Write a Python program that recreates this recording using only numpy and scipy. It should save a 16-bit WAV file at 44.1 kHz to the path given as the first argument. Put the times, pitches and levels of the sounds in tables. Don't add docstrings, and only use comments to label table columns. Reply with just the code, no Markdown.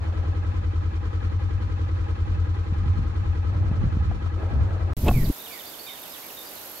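import sys
import numpy as np
from scipy import signal
from scipy.fft import rfft, irfft
from scipy.io import wavfile
from scipy.ndimage import map_coordinates

SR = 44100
rng = np.random.default_rng(int(sys.argv[2]) if len(sys.argv) > 2 else 0)


def generate_wav(sig):
    pcm = np.round(np.clip(np.atleast_2d(sig).T, -1, 1) * 32767).astype(np.int16)
    wavfile.write(sys.argv[1], SR, pcm)


N = 299880
T = np.arange(N) / SR
HZ = np.fft.rfftfreq(N, 1 / SR)

# time_s, four_stroke_cycles_per_s
ENGINE_SPEED = [(0, 9.846), (.44, 10.383), (1.06, 10.101), (1.4, 10.77), (1.95, 10.287), (2.5, 10.372),
                (3.3, 10.058), (3.69, 10.641), (3.99, 10.203), (4.93, 10.345)]


def gain_of(db):
    return 10 ** (np.asarray(db) / 20)


def unit_rms(x):
    return x / np.sqrt(np.mean(x ** 2) + 1e-20)


def curve(rows, column=1):
    rows = np.asarray(rows)
    return np.interp(T, rows[:, 0], rows[:, column])


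def spectrum(points):
    hz, value = np.transpose(points)
    return np.interp(np.log(HZ + 1), np.log(hz), value)


def pan(left_db):
    return gain_of(np.array([[left_db], [-left_db]]) / 2)


def drift(hz):
    return unit_rms(irfft(rfft(rng.standard_normal(N)) * np.exp(-(HZ / hz) ** 2), N))


def noise(colour_db, likeness):
    left, other = rfft(rng.standard_normal((2, N)))
    likeness = np.clip(likeness, -1, 1)
    right = likeness * left + np.sqrt(1 - likeness ** 2) * other
    return unit_rms(irfft(np.array([left, right]) * gain_of(colour_db), N))


def pulses(cycles):
    return np.diff(np.floor(cycles), prepend=np.floor(cycles[0]))


def resonate(x, hz, width_hz):
    pole = np.exp((2j * np.pi * hz - np.pi * width_hz) / SR)
    return signal.lfilter([1], np.poly([pole, pole]), x).real


def swell(start_s, length_s, rise_s, fall_s):
    return np.clip((T - start_s) / rise_s, 0, 1) * np.exp(-np.maximum(T - start_s - length_s, 0) / fall_s)


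def scatter(x, t60_s):
    tail = rng.standard_normal((2, SR)) * gain_of(-60 * T[:SR] / t60_s)
    tail /= np.linalg.norm(tail, axis=1, keepdims=True)
    return signal.fftconvolve(x * np.ones((2, 1)), tail, axes=1)[:, :N]


def exhaust(cycles, uneven_db=.6, jitter_cycles=.002):
    # place_cycles, relative_db
    firings = [(.065, 0), (.18, -7.5), (.3, -4.5), (.41, -11), (.52, -14.5), (.69, -7), (.83, -2),
               (.94, -9.5)]
    # frequency_hz, relative_db
    pipe = [(20, -45.5), (31, -7), (41, 1.5), (95, 3), (108, -2.5), (123, -19), (160, -27.5), (200, -28),
            (500, -85)]
    # time_s, level_db
    level = [(0, -25), (3.6, -24.5), (4.1, -27.5), (4.47, -26), (4.6, -26), (4.75, -24.5)]
    puffs = np.zeros(N)
    for place, db in firings:
        since = cycles - place + jitter_cycles * drift(6)
        puffs += gain_of(db + uneven_db * drift(4.6)) * pulses(since)
    throb = -unit_rms(irfft(rfft(puffs) * gain_of(spectrum(pipe)), N))
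    sway = 1 + .05 * np.array([drift(4), drift(4)])
    return throb * sway * gain_of(curve(level)) * pan(2.1)


def chug(cycles, rough=.3, left_lag_s=.0005):
    # place_cycles, pitch_hz, width_hz, level_db
    chugs = [(.53, 315, 45, -48.5), (.81, 316.5, 38, -50), (.56, 472, 93, -55.5), (.78, 448, 34, -57)]
    hum = np.zeros((2, N))
    for place, hz, width, db in chugs:
        since = cycles - place + .005 * drift(6)
        puff = unit_rms(pulses(since)) + rough * rng.standard_normal((2, N))
        hum += gain_of(db) * unit_rms(resonate(puff, hz, width))
    hum[0] = np.roll(hum[0], int(left_lag_s * SR))
    return hum * pan(-2.5)


def valves(cycles, decay_cycles=.0089, uneven_db=2.3):
    # place_cycles, relative_db
    ticks = [(.01, -4), (.32, -1.5), (0.519, -4), (.585, 2.5), (0.663, 0.5), (.8, 1.5)]
    # pitch_hz, width_hz, level_db
    modes = [(1275, 160, -62.5), (2400, 130, -72.5), (3230, 330, -68.5), (3940, 280, -75),
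             (4190, 67, -71.5)]
    blows = np.zeros(N)
    for place, db in ticks:
        since = cycles - place + .006 * drift(6)
        blows += gain_of(db) * np.exp(-(since % 1) / decay_cycles)
    grit = rng.standard_normal((2, N)) * blows * gain_of(uneven_db * drift(30))
    return sum(gain_of(db) * unit_rms(resonate(grit, hz, width)) for hz, width, db in modes)


def clatter(cycles, rough=.5, scrape_cycles=.05, facing_hz=1300, facing_width_hz=300):
    # place_cycles, pitch_hz, width_hz, relative_db
    knocks = [(.37, 822, 65, -55.5), (.57, 1010, 50, -62), (.76, 1100, 60, -67), (.55, 1135, 26, -66),
              (.46, 1240, 85, -61.5), (.56, 1295, 85, -58.5), (.755, 1315, 80, -59), (1, 1285, 77, -60),
              (.37, 1675, 55, -61), (0.6, 1610, 50, -63.5), (.29, 1975, 80, -71.5), (.54, 1955, 66, -65),
              (.285, 2600, 80, -69)]
    # time_s, gain_db
    facing = [(0, 0.5), (3.1, -3), (3.6, 1.5), (4.9, 3.5)]
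    out = np.zeros((2, N))
    for place, hz, width, db in knocks:
        since = cycles - place + .006 * drift(6)
        scrape = rng.standard_normal((2, N)) * np.exp(-(since % 1) / scrape_cycles)
        blow = unit_rms(pulses(since)) + rough * unit_rms(scrape)
        ring = resonate(blow, hz, width) * gain_of(.97 * drift(11))
        ring[0] = np.roll(ring[0], int(SR / hz / 4))
        facing_share = np.exp(-abs(hz - facing_hz) / facing_width_hz)
        out += gain_of(db + facing_share * curve(facing)) * unit_rms(ring)
    return out * pan(.53)


def fan_and_gears(cycles, swing_db=.93, fan_db=-44, gears_db=-47, valve_db=-59.5):
    # frequency_hz, relative_db
    rush = [(25, -21.5), (60, -6), (130, -9), (230, -7), (380, -11), (500, -8), (660, -14.5), (900, -15),
            (1250, -16.5), (2000, -21.5), (4300, -33.5), (7000, -40), (9200, -53), (11000, -49.5),
            (13000, -64.5), (16000, -64)]
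    # pitch_hz, width_hz, boost_db
    covers = [(790, 11, 7.5), (1008, 34, 8), (1258, 100, 5.5), (1620, 41, 5), (1754, 21, 5),
              (2370, 66, 6.5), (3033, 32, 11), (3570, 100, 5.5), (4170, 740, 4.5), (5900, 80, 4)]
    # frequency_hz, left_right_likeness
    image = [(60, 0.69), (150, 0.32), (300, 0.51), (640, -1.04), (1400, 0.024), (3100, -0.65),
             (7000, 0.065), (15000, 0.9)]
    colour_db = spectrum(rush) + sum(db / (1 + (2 * (HZ - hz) / width) ** 2) for hz, width, db in covers)
    fan = noise(colour_db, spectrum(image)) * gain_of(fan_db + 1.9 * drift(30))
    loop_samples = int(SR / np.mean(curve(ENGINE_SPEED)))
    rattle = rng.standard_normal((2, loop_samples))[:, (cycles % 1 * loop_samples).astype(int)]
    gears = gain_of(gears_db) * unit_rms(irfft(rfft(rattle) * gain_of(colour_db), N))
    bright_db = colour_db - 40 / (1 + (HZ / 2600) ** 4)
    valve = noise(bright_db, 0) * gain_of(valve_db) * np.exp(-((cycles - .82) % 1) / .35)
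    return (fan + gears) * gain_of(swing_db * np.cos(2 * np.pi * (cycles - .7))) + valve


def wall_echo(x, above_hz=600, level_db=-10):
    upper = signal.sosfilt(signal.butter(2, above_hz, "high", fs=SR, output="sos"), x)
    return gain_of(level_db) * scatter(upper, t60_s=.12)


def breeze(calm_db=-34.5):
    # frequency_hz, relative_db
    rumble_colour = [(20, -30.5), (42, 1), (85, 10), (150, -7), (260, -14.5), (450, -41), (1000, -52),
                     (4000, -82)]
    rustle_colour = [(100, -24), (300, 5.5), (680, 3), (1100, -7), (2200, -17), (4000, -33), (12000, -48)]
    # start_s, length_s, level_db
    puffs = [(2.243, 0.1, -30), (2.793, 0.24, -29), (3.2, 0.043, -30.5), (3.513, 0.6, -27.5),
             (4.511, 0.1, -24.5)]
    spells = [(0, 0.24, -46.5), (3.48, 0.25, -45.5), (4.36, 0.77, -41)]
    lumps, flutter = gain_of(1.2 * drift(18)), gain_of(2.2 * drift(25))
    puffing = sum(gain_of(db) * swell(s, length, rise_s=.024, fall_s=.059) for s, length, db in puffs)
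    rustling = sum(gain_of(db) * swell(s, length, rise_s=.017, fall_s=.17) for s, length, db in spells)
    rumble = noise(spectrum(rumble_colour), .69) * (gain_of(calm_db) + puffing) * lumps
    return rumble + noise(spectrum(rustle_colour), .42) * rustling * flutter


def buffets(decay_s=.0033):
    # time_s, peak_db, pitch_hz
    thumps = [(2.726, -18, 137), (2.991, -17.5, 160), (3.578, -25, 168), (3.715, -14, 145),
              (3.841, -15.5, 170), (3.867, -13, 125), (3.971, -17.5, 185), (5.301, -13, 280)]
    return sum(gain_of(db) * np.exp(-abs(T - s) / decay_s) * np.cos(2 * np.pi * hz * (T - s))
               for s, db, hz in thumps)


def camera_knocks(scrape_s=.0027, rough=.19):
    # time_s, level_db, brightness_db_per_octave
    taps = [(4.113, -27.5, -13), (4.262, -31.5, -8), (4.766, -34, -11), (5.0828, -16.5, -1),
            (5.091, -14, -15), (5.112, -21, -10.5)]
    # pitch_hz, relative_db, t60_s
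    modes = [(718, -1, 0.017), (1080, -4, 0.029), (1370, -5.5, 0.025), (2120, -13, 0.016),
             (2620, -5, 0.032), (3160, -4.5, 0.02), (3740, -10.5, .008), (4560, -22, 0.016),
             (7000, -9, .008)]
    out, t = np.zeros(N), T[:SR // 8]
    for s, db, tilt_db in taps:
        blow = rough * rng.standard_normal(len(t)) * np.exp(-t / scrape_s)
        blow[0] = 1
        ring = sum(gain_of(mode_db + tilt_db * np.log2(hz / modes[0][0]) - 60 * t / t60)
                   * np.sin(2 * np.pi * hz * t) for hz, mode_db, t60 in modes)
        knock = signal.fftconvolve(blow / np.linalg.norm(blow), ring)[:len(t)]
        out[int(s * SR):][:len(t)] += gain_of(db) * knock
    return out * pan(-1)


def pasture_air(level_db=-42):
    # frequency_hz, relative_db
    colour = [(28, -13), (60, -3), (140, -2.5), (300, 4.5), (650, 6), (1200, 1.5), (2200, -3), (4000, -2),
              (6000, -4), (9000, -5.5), (11000, -6.5), (15500, -7)]
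    # frequency_hz, left_right_likeness
    image = [(60, 0.61), (640, 0.36), (1400, 0.24), (3100, 0.011), (6800, 0.021), (15000, 0.34)]
    return gain_of(level_db + .4 * drift(6)) * noise(spectrum(colour), spectrum(image)) * pan(-4)


def insect(strokes_hz=49, depth=.34):
    # frequency_hz, relative_db
    colour = [(8000, -60), (10000, -14.5), (11200, -11.5), (11800, -2.5), (12200, -1.5), (12700, -5),
              (13500, -12), (15000, -15), (16000, -13.5)]
    # time_s, relative_db, pitch_factor
    song = [(4.967, -41.5, 1), (5.2, -41, 1.015), (5.45, -40, 1.005), (5.8, -43, 1.005), (6.2, -41.5, 1),
            (6.5, -42, .99), (6.8, -40, 0.98)]
    phase = 2 * np.pi * np.cumsum(strokes_hz * (1 + .0369 * drift(1.16))) / SR
    strokes = 1 + depth * np.cos(phase) + .054 * np.cos(2 * phase)
    position = np.cumsum(curve(song, column=2))
    rasp = np.array([map_coordinates(side, [position], order=5, mode="wrap")
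                     for side in noise(spectrum(colour), .75)])
    return rasp * strokes * gain_of(curve(song) - 2.5) * pan(-1.8)


def gust(start_s=5.02, rise_s=.022, level_db=-16.5, sag_db_per_s=14.5, eddies_db=-25):
    # frequency_hz, relative_db
    colour = [(15, 2), (50, -0.5), (140, -1.5), (260, -15), (450, -26.5), (900, -41.5), (2000, -78),
              (8000, -82)]
    lumps = unit_rms(np.tanh(.5 * noise(spectrum(colour), 1)))
    sag = gain_of(level_db - sag_db_per_s * (T - start_s))
    blow = sag * swell(start_s, length_s=.29, rise_s=rise_s, fall_s=.0014)
    eddies = gain_of(eddies_db) * (T < start_s + rise_s)
    return lumps * np.maximum(blow, eddies)


def handling_bump(bump_at_s=5.088, bump_db=-18.5, rise_s=.019, fall_s=.0045):
    # frequency_hz, relative_db
    bump_colour = [(80, -18), (170, -1.5), (450, -1.5), (800, -6.5), (1300, -20), (3000, -24), (9000, -51)]
    envelope = np.exp(-abs(T - bump_at_s) / np.where(T < bump_at_s, rise_s, fall_s))
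    return gain_of(bump_db) * envelope * noise(spectrum(bump_colour), 1)


def bird_note(start_s, length_s, from_hz, to_hz, db, waver, bend=.39, fade_db=0):
    out = np.zeros(N)
    at = np.arange(int(start_s * SR), min(int((start_s + length_s) * SR), N))
    progress = np.linspace(0, 1, len(at))
    glide = progress + bend * progress * (1 - progress)
    hz = (from_hz + (to_hz - from_hz) * glide) * (1 + .02 * waver[at])
    envelope = signal.windows.tukey(len(at), .4) * gain_of(db - fade_db * progress + 2.5 * waver[at])
    out[at] = envelope * np.sqrt(2) * np.sin(2 * np.pi * np.cumsum(hz) / SR)
    return out


def birds(gain_db=-4, near_echo_db=-2, trees_db=-7, call_every_s=.364):
    # start_s, length_s, from_hz, to_hz, relative_db
    slur_notes = [(5.239, 0.03, 5230, 3200, -37.5), (5.445, 0.035, 4020, 2650, -38),
                  (5.504, .02, 3810, 3180, -42), (5.587, .03, 3920, 2830, -38.5),
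                  (5.632, 0.015, 3800, 3200, -44), (5.723, 0.029, 3800, 2800, -42),
                  (5.878, 0.023, 3440, 2870, -39.5), (5.94, 0.023, 3930, 2820, -43),
                  (5.967, .028, 3200, 2250, -46), (6.027, 0.0233, 3820, 3070, -43),
                  (6.048, 0.0268, 3330, 2400, -43.5), (6.129, 0.026, 4150, 3000, -41.5),
                  (6.154, 0.025, 3330, 2380, -44), (6.283, 0.028, 3750, 2330, -41.5),
                  (6.557, 0.034, 4350, 3780, -42)]
    # start_s, from_hz, relative_db
    chirp_notes = [(5.387, 3590, -43), (5.519, 4430, -42), (5.653, 4420, -42), (5.786, 4350, -39),
                   (5.834, 4380, -43), (6.222, 2190, -44.5), (6.758, 4280, -45)]
    # start_s, length_s, pitch_hz, relative_db, left_over_right_db
    whistle_notes = [(5.305, 0.58, 3580, -54, -16), (5.858, 0.095, 3670, -38, -9),
                     (6.102, 0.038, 5050, -44, -3), (6.363, 0.08, 3660, -41.5, -6),
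                     (6.454, 0.043, 4850, -41, 1)]
    waver = drift(290)
    calls = sum(bird_note(5.128 + k * call_every_s, length_s=.125, from_hz=2530, to_hz=1720,
                          db=-30.5 - 3.5 * k, waver=waver, bend=.355, fade_db=18.5) for k in range(3))
    slurs = sum(bird_note(*row, waver, bend=-.09) for row in slur_notes)
    chirps = sum(bird_note(s, .033, hz, hz * 1.075, db, waver, bend=0) for s, hz, db in chirp_notes)
    whistles = sum(bird_note(s, length, hz, hz * .987, db, waver * .6, fade_db=5) * pan(side_db)
                   for s, length, hz, db, side_db in whistle_notes)
    near = (calls + slurs + chirps) * gain_of([[-12], [0]])
    echoes = gain_of(near_echo_db) * scatter(near, t60_s=.3)
    echoes += gain_of(trees_db) * scatter(whistles + chirps / 2, t60_s=1.3)
    return gain_of(gain_db) * (near + whistles + echoes)


def scene(yard_end_s=4.934, pasture_start_s=4.967):
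    cycles = .072 + np.cumsum(curve(ENGINE_SPEED)) / SR
    machinery = clatter(cycles) + fan_and_gears(cycles)
    machinery = .95 * machinery + wall_echo(machinery)
    yard = exhaust(cycles) + chug(cycles) + valves(cycles) + machinery + breeze()
    pasture = pasture_air() + insect() + birds() + gust() + handling_bump()
    return yard * (T < yard_end_s) + pasture * (T > pasture_start_s) + buffets() + camera_knocks()


def record(dry, edge_hz=15760):
    return signal.oaconvolve(dry, signal.firwin(1023, edge_hz, window=("kaiser", 9), fs=SR)[None], "same")


dry = scene()
out = record(dry)
generate_wav(out)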